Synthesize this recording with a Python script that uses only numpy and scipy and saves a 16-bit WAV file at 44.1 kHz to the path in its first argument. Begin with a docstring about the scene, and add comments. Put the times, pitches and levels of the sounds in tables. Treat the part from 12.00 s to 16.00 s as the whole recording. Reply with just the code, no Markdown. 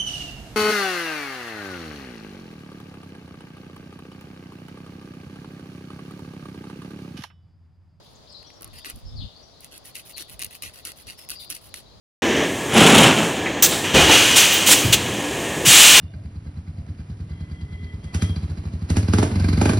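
"""A bottle blowing machine goes through one cycle in a factory hall, over humming motors and leaking air.
Its drive whirs, then the carrier chain rumbles, clacks and sings as it moves on by one station.
A latch clanks and a valve spits as the mould closes. Air cylinders then knock on the frame and hiss
out through their silencers, one after another. The sound is mono."""
import sys
import numpy as np
from scipy import signal
from scipy.fft import rfft, irfft
from scipy.io import wavfile

SR = 44100
rng = np.random.default_rng(int(sys.argv[2]) if len(sys.argv) > 2 else 0)


def store_wav(level_fs):
    """Save 16-bit WAV to argv[1]."""
    pcm = np.round(np.clip(np.atleast_2d(level_fs), -1, 1) * 32767)
    wavfile.write(sys.argv[1], SR, pcm.T.astype(np.int16))


N = 176400
T = np.arange(N) / SR
HZ = np.maximum(np.fft.rfftfreq(N, 1 / SR), 1)


def from_db(db):
    """Turn decibels into a gain."""
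    return 10 ** (np.asarray(db) / 20)


def rms_one(x):
    """Scale a sound to an average strength (rms) of 1."""
    return x / np.sqrt(np.mean(x ** 2) + 1e-20)


def level(rows):
    """A gain that follows rows of t/s, level/dB."""
    return from_db(np.interp(T, *np.transpose(rows)))


def coloured(points, tilt_db=0, source=None):
    """Shape noise, or another source, to a spectrum; a tilt above 0 dB per octave brightens it."""
    hz, db = np.transpose(points)
    curve_db = np.interp(np.log(HZ), np.log(hz), db)
    gain = from_db(curve_db + tilt_db * np.log2(np.clip(HZ, hz[0], hz[-1])))
    bass_cut = np.minimum(HZ / hz[0], 1) ** 2
    source = rng.standard_normal(N) if source is None else source
    return rms_one(irfft(rfft(source) * gain * bass_cut, N))


def tone(hz, width_hz):
    """Noise through a resonance makes a wavering tone; at 0 Hz, a random wobble."""
    return rms_one(irfft(rfft(rng.standard_normal(N)) / (1 + ((HZ - hz) / (width_hz / 2)) ** 2), N))


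def tones(rows):
    """Add up wavering tones from rows of f/Hz, level/dB, width/Hz."""
    return sum(from_db(db) * tone(hz, width) for hz, db, width in rows)


def envelope(start, attack, hold, db, sag, t60):
    """Rise to a level, sink by sag dB/s during the hold, then fade by 60 dB every t60 seconds."""
    t = T - start
    rise = np.clip(t / attack, 0, 1)
    fall_db = sag * np.clip(t - attack, 0, hold) + np.maximum(t - attack - hold, 0) * 60 / t60
    return rise * from_db(db - np.minimum(fall_db, 200))


def struck(hits, modes, spread_db):
    """Each hit rings a body's modes (its natural notes), each with a slightly random strength."""
    s, db = np.transpose(hits)
    out = np.zeros(N)
    for hz, mode_db, t60 in modes:
        clicks = np.full(N, 1e-18)
        clicks[(s * SR).astype(int)] = from_db(db + mode_db + spread_db * rng.standard_normal(len(s)))
        decay = np.exp(-np.log(1000) / (t60 * SR))
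        angle = 2 * np.pi * hz / SR
        out += signal.lfilter([.5, 0, -.5], [1, -2 * decay * np.cos(angle), decay * decay], clicks)
    return out


# the rush of fans and motors: f/Hz, relative level/dB
FAN_SPECTRUM = [(45, -24), (75, -5), (250, -3), (335, -1), (680, -8), (1100, -12), (1450, -21.5),
                (1720, -13), (3200, -14.5), (5000, -30), (6600, -21), (11000, -42)]
# the fans' hum: f/Hz, level/dB, width/Hz
FAN_TONES = [(293.8, -39.5, 9.7), (508, -45, 12), (1675, -42, 37), (1820, -44.5, 22), (3210, -45.5, 110)]
def fans():
    """The hall's fans and motors rush and hum steadily."""
    return from_db(-27) * coloured(FAN_SPECTRUM) + tones(FAN_TONES)


# the leak's hiss: f/Hz, relative level/dB
LEAK_SPECTRUM = [(2500, -18), (4500, -6.5), (7200, 2.5), (8500, 1.5), (11500, -8), (15000, -11.5)]
# how loud it is: t/s, level/dB
LEAK_LEVEL = [(.2, -42), (1.25, -33.5), (1.5, -50), (1.65, -66), (2.0, -45.5), (3.6, -36.5)]
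def air_leak():
    """Leaking air makes a high hiss that swells, drops away and returns."""
    return level(LEAK_LEVEL) * coloured(LEAK_SPECTRUM)


# the drive's whir: f/Hz, relative level/dB
WHIR_SPECTRUM = [(110, -16), (220, -1), (340, 1.5), (700, -7.5), (1480, -17.5), (1680, -6.5), (2000, -10.5),
                 (3300, -14), (4800, -29), (6000, -18.5), (10000, -46)]
# how loud it is: t/s, level/dB
WHIR_LEVEL = [(.22, -20), (.44, -20.5), (.52, -33.5), (.7, -75)]
def drive():
    """The drive runs, then winds down."""
    return level(WHIR_LEVEL) * coloured(WHIR_SPECTRUM)


# the chain's rumble: f/Hz, relative level/dB
CHAIN_SPECTRUM = [(65, -25), (120, -5), (210, 0.5), (490, -6), (640, -7), (810, -7.5), (1000, -10.5),
                  (1400, -11), (1850, -13.5), (3100, -10), (4600, -25.5), (7500, -21.5), (12000, -44)]
# how loud it is: t/s, level/dB
CHAIN_LEVEL = [(.68, -41), (.73, -21), (.775, -8.5), (1.07, -9.5), (1.12, -14), (1.16, -20), (1.22, -19),
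               (1.3, -27), (1.6, -37)]
def chain_rollers(jolts_per_s=900, jolt_share=0.42):
    """Rollers jolt along the rail: many tiny clicks mixed with smooth noise."""
    jolts = rms_one((rng.random(N) < jolts_per_s / SR) * rng.standard_normal(N))
    shaking = np.sqrt(jolt_share) * jolts + np.sqrt(1 - jolt_share) * rng.standard_normal(N)
    return level(CHAIN_LEVEL) * coloured(CHAIN_SPECTRUM, source=shaking)


# how loud the rail sings: t/s, level/dB
SING_LEVEL = [(.7, -60), (.74, -31), (1.04, -30), (1.4, -77)]
def singing_rail(pitch_hz=10920, slip_hz=110, waver_hz=50, flutter_db=2.2):
    """The guide rail sings as the chain slides; sticking and slipping shakes its pitch and level."""
    waver = np.exp(2j * np.pi * np.cumsum(waver_hz * tone(0, slip_hz)) / SR)
    squeal = np.real(signal.hilbert(tone(pitch_hz, width_hz=220)) * waver)  # bends the pitch
    flutter = from_db(flutter_db * tone(0, slip_hz))
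    return level(SING_LEVEL) * rms_one(squeal * flutter)


# when the links hit: t/s, level/dB
CLACKS = [(0.775, -13.5), (0.805, -17), (0.832, -18), (0.863, -12.5), (.895, -17), (.92, -21),
          (0.947, -12.5), (0.979, -11), (1.004, -20), (1.031, -14.5), (1.064, -19), (1.184, -28)]
# their bright clack: f/Hz, relative level/dB
CLACK_SPECTRUM = [(800, -27), (3000, 7), (4800, -7.5), (7200, -2), (8500, -2.5), (12000, -17)]
def chain_links():
    """Steel links clack, each hit a short burst of noise."""
    bursts = sum(envelope(s, 0.0012, .003, db, sag=0, t60=0.11) for s, db in CLACKS)
    return bursts * coloured(CLACK_SPECTRUM)


def latch():
    """A latch clanks once; its many close modes blur into one band of noise."""
    return envelope(start=1.458, attack=.001, hold=.003, db=-21, sag=0, t60=.14) * tone(2130, 760)


# spits of air: t/s, attack/s, hold/s, level/dB, sag/(dB/s), t60/s
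JETS = [(1.623, 0.0013, 0.025, -10.5, 6, 0.063), (1.657, .004, .007, -19, 13, .05),
        (1.673, 0.02, 0.028, -25.5, 0, 0.91), (2.357, 0.0071, 0.017, -11, 2, 0.11),
        (2.698, 0.017, 0.016, -6.5, 0, 0.074), (3.657, 0.038, 0.16, -9.5, 0, 0.58)]
# their sharp hiss: f/Hz, relative level/dB
JET_SPECTRUM = [(500, -11.5), (2300, -4.5), (3500, 2), (4900, -4.5), (6300, -1.5), (7400, 3), (9500, -3),
                (13000, -10), (15500, -12)]
def air_jets():
    """Valves with no silencer spit bare jets of air."""
    return coloured(JET_SPECTRUM) * sum(envelope(*jet) for jet in JETS)


# short whistles: f/Hz, width/Hz, t/s, hold/s, level/dB, t60/s
WHISTLES = [(15000, 810, 1.6235, 0.014, -11.5, 0.14), (6120, 1300, 1.6235, 0.025, -14, 0.065),
            (15200, 300, 2.528, .014, -23, 0.11), (3630, 1600, 2.9265, 0.017, -13, 0.036)]
def valve_whistles(attack_s=0.00082):
    """Air whistles roughly at the valve edges."""
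    return sum(envelope(s, attack_s, hold, db, 0, t60) * tone(hz, width)
               for hz, width, s, hold, db, t60 in WHISTLES)


# knocks on the frame: t/s, level/dB, t60/s, tilt/(dB/octave)
KNOCKS = [(1.714, -22, 0.28, 8), (1.938, -12.5, 1, -0.5), (2.086, -12.5, 0.31, 2.3), (2.68, -20, 0.43, 1.5)]
# the shaking frame: f/Hz, relative level/dB
FRAME_SPECTRUM = [(70, -1.5), (230, -5.5), (300, 1), (490, -2.5), (580, -6.5), (820, -4), (1100, -11.5),
                  (2100, -18), (4000, -25), (12000, -60)]
# its strongest modes: f/Hz, relative level/dB, t60/s
FRAME_MODES = [(291, -1, .18), (468, -6, .15), (522, -11, .27), (797, -10, .15)]
def frame_knocks(attack_s=.011):
    """The mould and slides knock on the frame; duller knocks ring its low modes more."""
    knocks = sum(envelope(s, attack_s, 0, db, 0, t60) * coloured(FRAME_SPECTRUM, tilt)
                 for s, db, t60, tilt in KNOCKS)
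    hits = [(s + attack_s, db - 2 * tilt) for s, db, _, tilt in KNOCKS]
    return knocks + struck(hits, FRAME_MODES, spread_db=1.5)


# puffs of air: t/s, attack/s, hold/s, level/dB, sag/(dB/s), t60/s, tilt/(dB/octave)
VENTS = [(1.839, 0.0035, 0.049, -24.5, 49, 1.1, -4), (1.933, 0.019, 0.064, -12.5, 1, 1.04, -2.5),
         (2.068, 0.064, 0.081, -9.5, 56, 2.8, -1.17), (2.354, 0.02, 0.023, -9.5, 16, 0.54, 1),
         (2.492, 0.027, 0.045, -21.5, -1, .9, 0.5), (2.659, 0.015, 0.021, -10.5, 34, 0.56, 3.5),
         (2.923, 0.0046, 0.016, -10, 30, 0.064, 3), (3.648, 0.016, 0.029, -11.5, -7.5, 0.22, 2),
         (3.661, 0.076, 0.24, -8, -4.5, .8, 0.5)]
# the silencer's hiss: f/Hz, relative level/dB
SILENCER_SPECTRUM = [(100, -27), (700, -13), (2000, -5), (2550, -1.5), (2980, -1), (3600, -3.5),
                     (4400, -7.5), (5300, -9.5), (6250, -4.5), (7500, -7), (8300, -8.5), (10400, -14),
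                     (12500, -18.5), (15500, -18.5)]
# the exhaust pipe's notes: f/Hz, relative level/dB, width/Hz
PIPE_TONES = [(2465, -15, 63), (2886, -9, 190), (3154, -13, 70), (3295, -15, 90), (5980, -19, 520)]
def cylinder_vents():
    """Each cylinder empties through a silencer; the duller the hiss, the more its pipe rings."""
    out = np.zeros(N)
    for *shape, tilt in VENTS:
        hiss = coloured(SILENCER_SPECTRUM, tilt)
        ringing = from_db(-max(tilt, -2)) * tones(PIPE_TONES)
        out += envelope(*shape) * rms_one(hiss + ringing)
    return out


# when a slide meets its stop: t/s, level/dB, t60/s
THUDS = [(1.938, -19, .11), (2.838, -20.5, .7), (3.666, -21.5, .16)]
# the machine bed's dull thud: f/Hz, relative level/dB
THUD_SPECTRUM = [(70, -2), (130, 0), (320, -11.5), (700, -34)]
def rubber_stops(attack_s=.009, bed_hz=116, bed_db=2):
    """Slides thud into rubber stops, and the machine's bed booms on one low note."""
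    thuds = coloured(THUD_SPECTRUM) * sum(envelope(s, attack_s, 0, db, 0, t60) for s, db, t60 in THUDS)
    booms = sum(struck([(s + attack_s, db)], [(bed_hz, bed_db, t60)], spread_db=1)
                for s, db, t60 in THUDS)
    return thuds + signal.lfilter(*signal.butter(2, 450, fs=SR), booms)


def hall_echo(x, t60=0.47, top_hz=6900, gain_db=-13):
    """The hall answers with a smooth, duller echo."""
    t = T[:SR]
    tail = rng.standard_normal(SR) * np.exp(-np.log(1000) * t / t60) * np.clip(t / 0.015, 0, 1)
    dull_tail = signal.lfilter(*signal.butter(1, top_hz, fs=SR), tail / np.linalg.norm(tail))
    return from_db(gain_db) * signal.fftconvolve(x, dull_tail)[:N]


def scene():
    """The machine in its hall, alike in both channels."""
    machine = drive() + chain_rollers() + singing_rail() + chain_links() + latch()
    machine += air_jets() + valve_whistles() + frame_knocks() + cylinder_vents() + rubber_stops()
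    return np.tile(machine + hall_echo(machine) + fans() + air_leak(), (2, 1))


def record(dry, start_s=.2205, boost_db=1, ceiling=0.88, top_hz=15900):
    """The microphone loses deep bass; the sound cuts in, with peaks rounded and the top treble cut."""
    thin = signal.sosfilt(signal.butter(4, 48, "high", fs=SR, output="sos"), dry)
    cut_in = thin * (T >= start_s)
    rounded = ceiling * np.tanh(from_db(boost_db) * cut_in / ceiling)
    return signal.sosfilt(signal.ellip(12, .1, 70, top_hz, fs=SR, output="sos"), rounded)


dry = scene()
out = record(dry)
store_wav(out)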